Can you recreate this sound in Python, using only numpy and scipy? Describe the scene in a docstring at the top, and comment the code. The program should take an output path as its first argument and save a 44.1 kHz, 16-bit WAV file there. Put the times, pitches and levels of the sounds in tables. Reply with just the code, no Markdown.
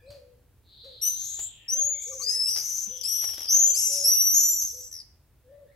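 """A dove's low coos and faint songbird notes open the scene, by a house with a brick gable and wooden eaves.
Grainy puffs of noise are wings brushing the eaves; decaying low tones are bodies bumping the boards.
A finch's long falling wheeze, a train of quick glides, follows; then swifts scream in overlapping calls,
curving whistles chopped by a fast trill, joined later by slow stutters. Clucks and a rapid twitter come
amid these, and a low outdoor rumble with a faint hiss, made of filtered noise, lasts throughout."""
import sys
import numpy as np
from scipy import signal
from scipy.fft import rfft, irfft
from scipy.io import wavfile
from scipy.ndimage import map_coordinates

SR = 44100
rng = np.random.default_rng(int(sys.argv[2]) if len(sys.argv) > 2 else 0)


def digitize_waveform(pressure):
    """Quantize a signal to 16-bit integers and store it at the path in sys.argv[1].

    Rows of a 2-D input are taken as channels; values are limited to [-1, 1].
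    """
    field = np.atleast_2d(pressure).T
    bounded = np.clip(field, -1, 1)
    quanta = np.round(bounded * 32767).astype(np.int16)
    wavfile.write(sys.argv[1], SR, quanta)


N = 253575  # length in samples


def swifts():
    """Superposition: screams and stutters from their own directions share a throat resonance and an echo."""
    # screams, with the curve of pitch, the level change after the hold and the harshness of each:
    # (start_s, length_s, scoop_hz, opening_hz, middle_hz, closing_hz, level_db, attack_s, hold_s, fall_db,
    #  first_rasp 0-1, break_s, trill_per_s, left_right_db, octave_db, odd_partials_db)
    scream_rows = [ (1.012, 0.48, 488, 5988, 6403, 7546, -20, 0.045, .095, -9.5, 0.14, 0.18, 294, 6, -19.5, -16.5),
                   (1.68, 0.51, 409, 5786, 6770, 6114, -22.5, 0.02, 0.25, -8, .1, 0.32, 330, 5, -29, -26.5),
                   (2.165, 0.095, 22, 6650, 6310, 6330, -31, 0.059, 0.049, 4, 1, .05, 280, 7, -27, -34.5),
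                   (2.215, .32, 608, 4762, 5194, 5104, -19.5, 0.15, 0.32, 2, 0.15, 0.29, 300, 7, -23.5, -21.5),
                   (2.444, 0.43, 250.5, 5437, 6076, 6180, -23.5, 0.034, 0.076, -3, 0.44, 0.15, 236, 7, -20, -7.5),
                   (2.644, 0.37, 797.5, 5950, 6103, 5880, -29, 0.051, 0.23, -2.5, 0.3, .35, 200, 8, -28.5, -21),
                   (3.031, .36, 1248, 5703, 5770, 5370, -23.5, 0.024, .28, -6.5, 0.39, .3, 294, 8.5, -18, -11.5),
                   (3.484, 0.5, 198, 6050, 7087, 6880, -19, 0.022, 0.23, -9.5, 0, 0.24, 89, 2, -22.5, -39),
                   (3.476, .55, 1246, 5918, 6265, 5693, -14.5, .07, 0.17, -5, .06, .44, 330, 6, -25.5, -45.5),
                   (3.741, 0.33, 1604.5, 5923, 5476, 5424, -26, 0.024, 0.12, -0.5, 0.45, 0.29, 224, 7, -14, -3.5),
                   (4.036, 0.87, 782, 5757, 5952, 5975, -17, 0.023, 0.611, -13, .36, .6, 316, 2.5, -17, -19.5),
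                   (4.323, .26, 648.5, 6570, 6980, 7280, -16.5, 0.024, 0.069, -8, 0.3, 0.23, 290, 1, -18.5, -29),
                   (4.369, 0.11, 291.5, 6330, 6220, 6300, -23.5, 0.011, .06, -2, 0.61, 0.045, 250, 1, -23.5, -30),
                   (4.555, 0.39, -9, 7500, 7660, 7520, -52.5, 0.037, 0.15, 0, 1, .05, 340, 6, -25, -30), ]
    # slow stutters: (start_s, length_s, first_hz, last_hz, level_db, left_right_db, octave_db)
    stutter_rows = [ (2.274, .095, 6460, 5900, -31.5, 7, -50), (2.524, 0.099, 5224, 5100, -28, 9.5, -18),
                    (3.001, 0.026, 5810, 5600, -28, 11, -26), (3.37, 0.11, 5750, 5280, -31, 8, -20.5),
                    (3.977, 0.071, 6785, 6100, -30, 7, -25.5), (4.563, 0.16, 6635, 5750, -29, 1.5, -23.5),
                    (4.903, .12, 5955, 4753, -36.5, 3.5, -22.5), ]
    # colour of beak and throat: (frequency_hz, gain_db)
    throat = [(2500, -6.5), (4200, -2), (6000, -3), (8000, 4), (9800, 3), (11700, 11.5), (13500, -1.5),
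              (16000, -2.5)]
    wet_db, treble_lean_db = -12, 6
    calls = np.zeros((2, N))
    for start, *row in scream_rows:
        add(calls, start, scream(*row))
    for start, *row in stutter_rows:
        add(calls, start, stutter(*row))
    left, right = coloured(calls + amp(wet_db) * yard(calls.mean(0)), throat)
    # the treble leans to the right
    left = coloured(left, [(7000, 0.0011), (11000, -treble_lean_db / 2)])
    right = coloured(right, [(7000, 0.0011), (11000, treble_lean_db / 2)])
    return np.array([left, right])


def scream(length, scoop_hz, opening_hz, middle_hz, closing_hz, level_db, attack, hold, fall_db,
           first_rasp, break_s, trill_rate, pan_db, octave_db, odd_db):
    """Frequency modulation: a whistle settles onto a parabola of pitch, then breaks into full rasp."""
    scoop_s, release_s = .027, .04
    fall_s, break_width_s = 0.0092, 0.023  # how gradually the level changes and the voice breaks
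    tire_db_per_s, trill_sag = 13, 69  # steady loss of level; pulses per second lost each second
    u = np.arange(0, length, 1 / SR)
    parabola = np.polyfit([0, 1, 2], [opening_hz, middle_hz, closing_hz], 2)
    hz = np.polyval(parabola, 2 * u / length) - scoop_hz * np.exp(-u / scoop_s)
    fallen = soft_step(u - hold, 2 * fall_s)
    broken = soft_step(u - break_s, 2 * break_width_s)
    effort_db = level_db + fall_db * fallen - tire_db_per_s * u
    rasp = first_rasp + (1 - first_rasp) * broken
    voice = syrinx(u, hz, effort_db, rasp, trill_rate - trill_sag * u, chop=0.59, swing_hz=267,
                   octave_db=octave_db, odd_db=odd_db)
    envelope = ramp(u, attack) ** 0.67 * ramp(length - u, release_s)
    return sides(pan_db) * gable(voice * envelope)


def stutter(length, first_hz, last_hz, level_db, pan_db, octave_db):
    """Amplitude modulation: at a slow rate the trill becomes separate, deep pulses as the pitch drops."""
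    u = np.arange(0, length, 1 / SR)
    hz = first_hz + (last_hz - first_hz) * (u / length) ** 1.4
    voice = syrinx(u, hz, level_db, rasp=.6, rate=79, chop=2.0, swing_hz=600,
                   octave_db=octave_db, odd_db=-20)
    return sides(pan_db) * gable(voice * swell(u / length))


def syrinx(u, hz, level_db, rasp, rate, chop, swing_hz, octave_db, odd_db):
    """Coupled modulation: an oscillator chops a whistle on the second partial and swings its pitch."""
    jitter_hz, waver_hz, drift_hz = 260, 40, 22
    skirt_db, hiss_db, flutter_db = -17.98, -44, 1.44
    odd_fade_db_per_s, attack_db, attack_decay_s = 20, 3, 0.092
    n = len(u)
    rasp = np.clip(rasp * (1 + .18 * wander(n, 30)), 0, 1)  # the harshness flickers
    trill = 2 * np.pi * np.cumsum(rate * (1 + .035 * wander(n, 100))) / SR
    depth = chop * np.sqrt(rasp)
    pulses = np.exp(depth * np.cos(trill)) / np.sqrt(np.i0(2 * depth))  # rms stays near 1

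    # the pitch slides down through each pulse, and grows unsteady as the voice turns harsh
    hz = hz - swing_hz * rasp * np.sin(trill)
    hz = hz + jitter_hz * rasp ** 3 * wander(n, 660)
    hz = hz + waver_hz * wander(n, 60) + drift_hz * wander(n, 13.7)
    phase = np.pi * np.cumsum(hz) / SR  # phase of the first partial, an octave below the whistle

    # the trill splits the octave into a fan of lines
    fan = (0.6016 + 0.94 * rasp) * np.sin(trill)
    octave = amp(octave_db) * np.sin(4 * phase + fan + .2 * wander(n, 500))

    # the odd partials are fuzzy, die away through the call and vanish in a harsh voice
    fanned = phase + 0.24 * np.sqrt(rasp) * np.sin(trill)
    odd = amp(-10) * np.sin(fanned) + np.sin(3 * fanned) + amp(-5) * np.sin(5 * fanned)
    odd *= amp(odd_db - odd_fade_db_per_s * u)
    odd *= (1 - rasp) ** 2 * (1 + 0.65 * wander(n, 734))

    bright = amp(attack_db * np.exp(-u / attack_decay_s))  # overtones get a boost at the onset
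    tone = np.sin(2 * phase) + bright * (octave + odd)
    voice = np.sqrt(2) * tone * (1 + amp(skirt_db) * rasp * wander(n, 2200))
    voice += amp(hiss_db) * (1 + 20 * rasp ** 2) * above(rng.standard_normal(n), 2600)
    return amp(level_db + flutter_db * wander(n, 48)) * pulses * voice * fade(u, 0.0031)


def gable(x):
    """Early reflection: wall and eaves return the call with drifting delays, different at each ear."""
    echo_db, delay_s, drift_s = -8, .005, .0002
    x = np.pad(x, (0, SR // 20))
    size = len(x)
    at = np.arange(size)
    ears = []
    for ear in (-1, 1):
        direct_lag = ear * (9.79e-6 + 11e-6 * wander(size, 8))
        heard = 0.83 * map_coordinates(x, [at - direct_lag * SR], order=3)
        for k in range(1, 4):
            lag = k * delay_s * (.5 + rng.random()) + drift_s * wander(size, 2.327)
            heard += amp(echo_db) / k * map_coordinates(x, [at - lag * SR], order=3)
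        ears.append(heard)
    return np.array(ears)


def wings():
    """Friction and impact: feathers scrape the boards in noise puffs; bumps ring as damped low tones."""
    # wing strokes against the eaves: (start_s, level_db, decay_s)
    flap_rows = [(0.103, -55.5, 0.056), (0.843, -62.5, 0.084), (1.323, -61.5, 0.056), (1.369, -63, 0.031),
                 (1.391, -42.5, 0.012), (1.435, -77, 0.011), (2.559, -39.5, 0.026), (2.576, -57, 0.017),
                 (2.862, -56.5, 0.075), (3.22, -45.5, 0.021), (3.24, -42, 0.012), (3.288, -41, 0.013),
                 (3.332, -46, 0.014), (3.377, -39.5, 0.011), (3.405, -45, 0.02), (3.45, -49.5, 0.014)]
    # colour of the strokes: (frequency_hz, gain_db)
    flap_colour = [(60, -1), (150, -10.5), (350, -1.5), (700, -2.5), (1200, -5.5), (2500, -3.5),
                   (5000, -3.5), (10000, -11.5), (16000, -12.5)]
    # soft thuds of a body on the boards: (start_s, level_db, pitch_hz)
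    thud_rows = [(0.093, -45, 117), (1.848, -50.5, 192), (2.872, -48, 195)]
    wet_db = -10
    t = np.arange(SR // 4) / SR
    push, bumps = np.zeros(N), np.zeros(N)
    for start, level_db, decay in flap_rows:
        add(push, start, amp(level_db) * (1 - np.exp(-t / 0.0005)) * np.exp(-t / decay))
    for start, level_db, hz in thud_rows:
        envelope = (1 - np.exp(-t / 0.0034)) * np.exp(-t / 0.015)
        phase = 2 * np.pi * np.cumsum(hz * (1 + 0.22 * wander(len(t), 79))) / SR
        add(bumps, start, amp(level_db) * envelope * 2 * np.sin(phase))
    # mostly shared noise, with a little of its own on each side
    grains = rng.standard_normal(N) + 0.17 * rng.standard_normal((2, N))
    grains *= amp(1.3 * wander(N, 400))
    puffs = push * unit(coloured(grains, flap_colour))
    return puffs + amp(wet_db) * yard(puffs) + bumps


def garden():
    """Direct-to-reverberant ratio: dove and songbirds sound farther off by a larger share of echo."""
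    # notes of distant songbirds, level before song_db: (start_s, length_s, first_hz, last_hz, level_db)
    whistle_rows = [ (0, 0.12, 2393, 2500, -67), (0, 0.015, 1655, 1730, -62.5), (.06, .06, 4090, 4150, -62),
                    (1.57, 0.25, 1874, 1772, -66.5), (1.77, 0.027, 3350, 3400, -51),
                    (1.92, 0.17, 3370, 3600, -56.5), (1.92, .13, 2200, 2300, -56),
                    (2.24, .17, 1894, 1900, -60.5), (2.5, 0.27, 2120, 2150, -66.5),
                    (3.74, .18, 2410, 2320, -62.5), (4.08, 0.12, 2700, 2900, -56),
                    (4.91, 0.068, 1670, 2200, -69), (5.46, 0.12, 1663, 2000, -76),
                    (5.66, 0.1, 1650, 2250, -69.5), ]
    # short, nasal clucks of another bird: (start_s, length_s, first_hz, last_hz, level_db)
    cluck_rows = [(2.113, 0.0338, 1180, 1153, -55), (2.196, 0.039, 1182, 1144, -50.5)]
    dove_db, dove_pan_db, dove_wet_db = -1.0, 4, -7
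    song_db, song_pan_db, song_wet_db = -3, .7, -3
    dove = coos()
    song = notes(whistle_rows, waver=0.035, overtone_db=-10.5) + sweeps()
    clucks = notes(cluck_rows, waver=0.034, overtone_db=-11)
    direct = amp(dove_db) * sides(dove_pan_db) * dove
    direct = direct + sides(song_pan_db) * (amp(song_db) * song + clucks)
    return direct + yard(amp(dove_wet_db) * dove + amp(song_wet_db) * song)  # the clucks stay dry


def coos():
    """Register change: each coo climbs to its top, holds, then drops into a softer low register."""
    # dove notes, level before the dove's overall gain: (start_s, rise_s, hold_s, tail_s, top_hz, level_db)
    coo_rows = [ (0.016, 0.071, 0.078, .2, 575.4, -48), (0.832, 0.028, 0.031, 0.079, 541, -50.5),
                (1.692, 0.083, 0.11, 0.023, 587, -49.5), (2.056, .045, 0.069, 0.57, 535.6, -46.5),
                (2.879, 0.042, 0.045, 0.063, 516.6, -52.5), (3.49, 0.059, 0.15, 0.035, 596, -50.5),
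                (3.864, .055, .12, 0.27, 573, -47.5), (4.719, 0.028, 0.05, 0.084, 508, -55.5),
                (5.437, 0.087, 0.11, 0.035, 580.3, -51), ]
    first_share = .85  # first pitch as a share of the top
    low_hz, sag_hz_per_s = 506.4, 130
    drop_s, low_db, fade_db_per_s = 0.018, -7.5, 37
    out = np.zeros(N)
    for start, rise, hold, tail, top_hz, level_db in coo_rows:
        u = np.arange(0, rise + hold + tail, 1 / SR)
        late = np.maximum(u - rise - hold, 0)
        low = ramp(late, drop_s)
        high_pitch = top_hz * (first_share + (1 - first_share) * ramp(u, rise) ** 2)
        high_pitch -= sag_hz_per_s * np.maximum(u - rise, 0)
        low_pitch = low_hz - sag_hz_per_s * late
        hz = (1 - low) * high_pitch + low * low_pitch
        gain = amp(level_db + low_db * low - fade_db_per_s * late)
        gain *= ramp(u, rise) ** 0.97 * fade(u, 0.0052)
        add(out, start, gain * pure(hz, waver=0.023, overtone_db=-34.0))
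    return out


def notes(rows, waver, overtone_db):
    """Linear chirp: short notes swell and fade while they glide from one pitch to another."""
    out = np.zeros(N)
    for start, length, first_hz, last_hz, level_db in rows:
        x = np.arange(0, length, 1 / SR) / length
        hz = first_hz + (last_hz - first_hz) * x
        add(out, start, amp(level_db) * swell(x) * pure(hz, waver, overtone_db))
    return out


def sweeps():
    """Repetition rate: quick glides fuse into a buzz when fast and are heard as a twitter when slow."""
    # a few rising chips, a finch's long falling wheeze, a rapid twitter; level before the song's overall gain:
    # (start_s, length_s, first_hz, last_hz, level_db, attack_s, release_s, glides_per_s, sweep_hz,
    #  unevenness 0-1)
    train_rows = [ (0.077, 0.066, 4460, 4510, -46.5, 0.053, 0.046, 51, 1347, 0.2),
                  (.63, 1.223, 4020, 2603, -50, .17, 0.6, 175, -1900, 0.11),
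                  (2.852, .9, 3276, 3192, -54, .08, .04, 37, -1300, .12), ]
    bend_at, bend_width = .71, .15  # where the pitch shifts and how gradually (shares of the train)
    blur_hz = 80
    out = np.zeros(N)
    for start, length, first_hz, last_hz, level_db, attack, release, rate, sweep_hz, uneven in train_rows:
        u = np.arange(0, length, 1 / SR)
        centre_hz = first_hz + (last_hz - first_hz) * soft_step(u / length - bend_at, bend_width)
        gain = amp(level_db) * (ramp(u, attack) * ramp(length - u, release)) ** 1.1
        cycle = np.cumsum(rate * (1 + uneven * wander(len(u), 30))) / SR % 1  # place within each glide
        hz = centre_hz + sweep_hz * (cycle - .5) + blur_hz * wander(len(u), 783)
        phase = 2 * np.pi * np.cumsum(hz) / SR
        add(out, start, 2 * gain * np.sin(np.pi * cycle) ** 2 * np.sin(phase))
    return out


def pure(hz, waver, overtone_db):
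    """Harmonic series: a slightly wavering fundamental with only its second harmonic."""
    phase = 2 * np.pi * np.cumsum(hz * (1 + waver * wander(len(hz), 170))) / SR
    return np.sqrt(2) * (np.sin(phase) + amp(overtone_db) * np.sin(2 * phase))


def air():
    """Partial coherence: a low outdoor rumble under a faint hiss, its likeness between sides set by pitch."""
    # spectrum of the noise before scaling: (frequency_hz, level_db per Hz)
    air_colour = [(20, -23), (45, -2.5), (70, 1), (125, -5.5), (175, -17.5), (300, -19), (500, -23),
                  (1160, -30.5), (2200, -33), (4500, -36.5), (7000, -37.5), (15000, -33.5)]
    # likeness of left and right: (frequency_hz, coherence 0-1)
    likeness = [(30, 0.98), (150, 0.9), (500, 0.76), (1500, 1), (6000, 0.1), (16000, .1)]
    level_db = -60.5
    same = np.clip(read(likeness, np.fft.rfftfreq(N, 1 / SR)), -1, 1)
    a, b = rfft(rng.standard_normal((2, N)))
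    pair = irfft(np.array([a, same * a + np.sqrt(1 - same ** 2) * b]), N)
    return amp(level_db) * unit(coloured(pair, air_colour))


def yard(x):
    """Reverberation: houses and gardens return sparse random echoes that decay at their own rate per band."""
    # reverberation time: (frequency_hz, t60_s)
    decay_times = [(200, 0.25), (600, 0.63), (2000, 0.63), (6000, 0.39), (12000, 0.33), (16000, 0.038)]
    taps_per_s, gap_s = 3000, .012
    taps = rng.standard_normal((2, SR)) * (rng.random((2, SR)) < taps_per_s / SR)
    taps = taps * (np.arange(SR) > gap_s * SR)
    hz, t, z = signal.stft(taps, SR, nperseg=256)
    decay = amp(-60 * t / read(decay_times, hz)[:, None])
    tail = signal.istft(z * decay, SR, nperseg=256)[1]
    return signal.fftconvolve(np.atleast_2d(x), tail / np.linalg.norm(tail[0]), axes=1)[:, :N]


def wander(size, hz):
    """Band-limited noise: smooth chance of rms 1, fading out above about hz and repeating each second."""
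    f = np.arange(SR // 8)
    spectrum = rng.standard_normal(2 * len(f)).view(complex) * np.exp(-np.minimum(f / hz, 10) ** 2)
    return np.resize(unit(irfft(spectrum, SR)), size)


def coloured(x, points):
    """Linear filtering: shapes the spectrum by a table of (frequency_hz, gain_db)."""
    size = x.shape[-1]
    return irfft(rfft(x) * amp(read(points, np.fft.rfftfreq(size, 1 / SR))), size)


def above(x, hz):
    """High-pass filtering: takes out the lows."""
    return signal.sosfilt(signal.butter(2, hz, "high", fs=SR, output="sos"), x)


def sides(db):
    """Level difference between the ears: left and right gains of constant total power."""
    return unit(amp(np.array([[db], [-db]]) / 2))


def fade(t, edge):
    """Raised-cosine envelope: a soft start and stop."""
    return np.sin(np.pi / 2 * np.clip(np.minimum(t - t[0], t[-1] - t) / edge, 0, 1)) ** 2


def ramp(u, length):
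    """Linear envelope: climbs from 0 to 1 over length seconds."""
    return np.clip(u / max(length, 1e-4), 0, 1)


def swell(x):
    """Half-sine envelope: a rounded rise and fall as x runs from 0 to 1."""
    return np.sqrt(abs(np.sin(np.pi * x)))


def soft_step(x, width):
    """Sigmoid transition: passes smoothly from 0 to 1 around x = 0."""
    return (1 + np.tanh(x / width)) / 2


def amp(db):
    """Logarithmic level: decibels to gain."""
    return 10 ** (np.asarray(db) / 20)


def unit(x):
    """Normalisation: scales to rms 1."""
    return x / np.sqrt(np.mean(x ** 2) + 1e-20)


def read(points, hz):
    """Interpolation: reads a table of (frequency_hz, value) on a log-frequency axis."""
    f, value = np.transpose(points)
    return np.interp(np.log(hz + 1), np.log(f), value)


def add(mix, s, sound):
    """Superposition: mixes a sound in at time s."""
    part = mix[..., max(round(s * SR), 0):][..., :sound.shape[-1]]
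    part += sound[..., :part.shape[-1]]


def scene():
    """Superposition: swifts and their wings in front, garden birds and air behind."""
    return swifts() + wings() + garden() + air()


def record(dry):
    """Band limiting: a steep low-pass takes out everything above the edge."""
    edge_hz = 15900
    low_pass = signal.firwin(511, edge_hz, window=("kaiser", 9), fs=SR)
    return signal.oaconvolve(dry, low_pass[None], "same")


dry = scene()
out = record(dry)
digitize_waveform(out)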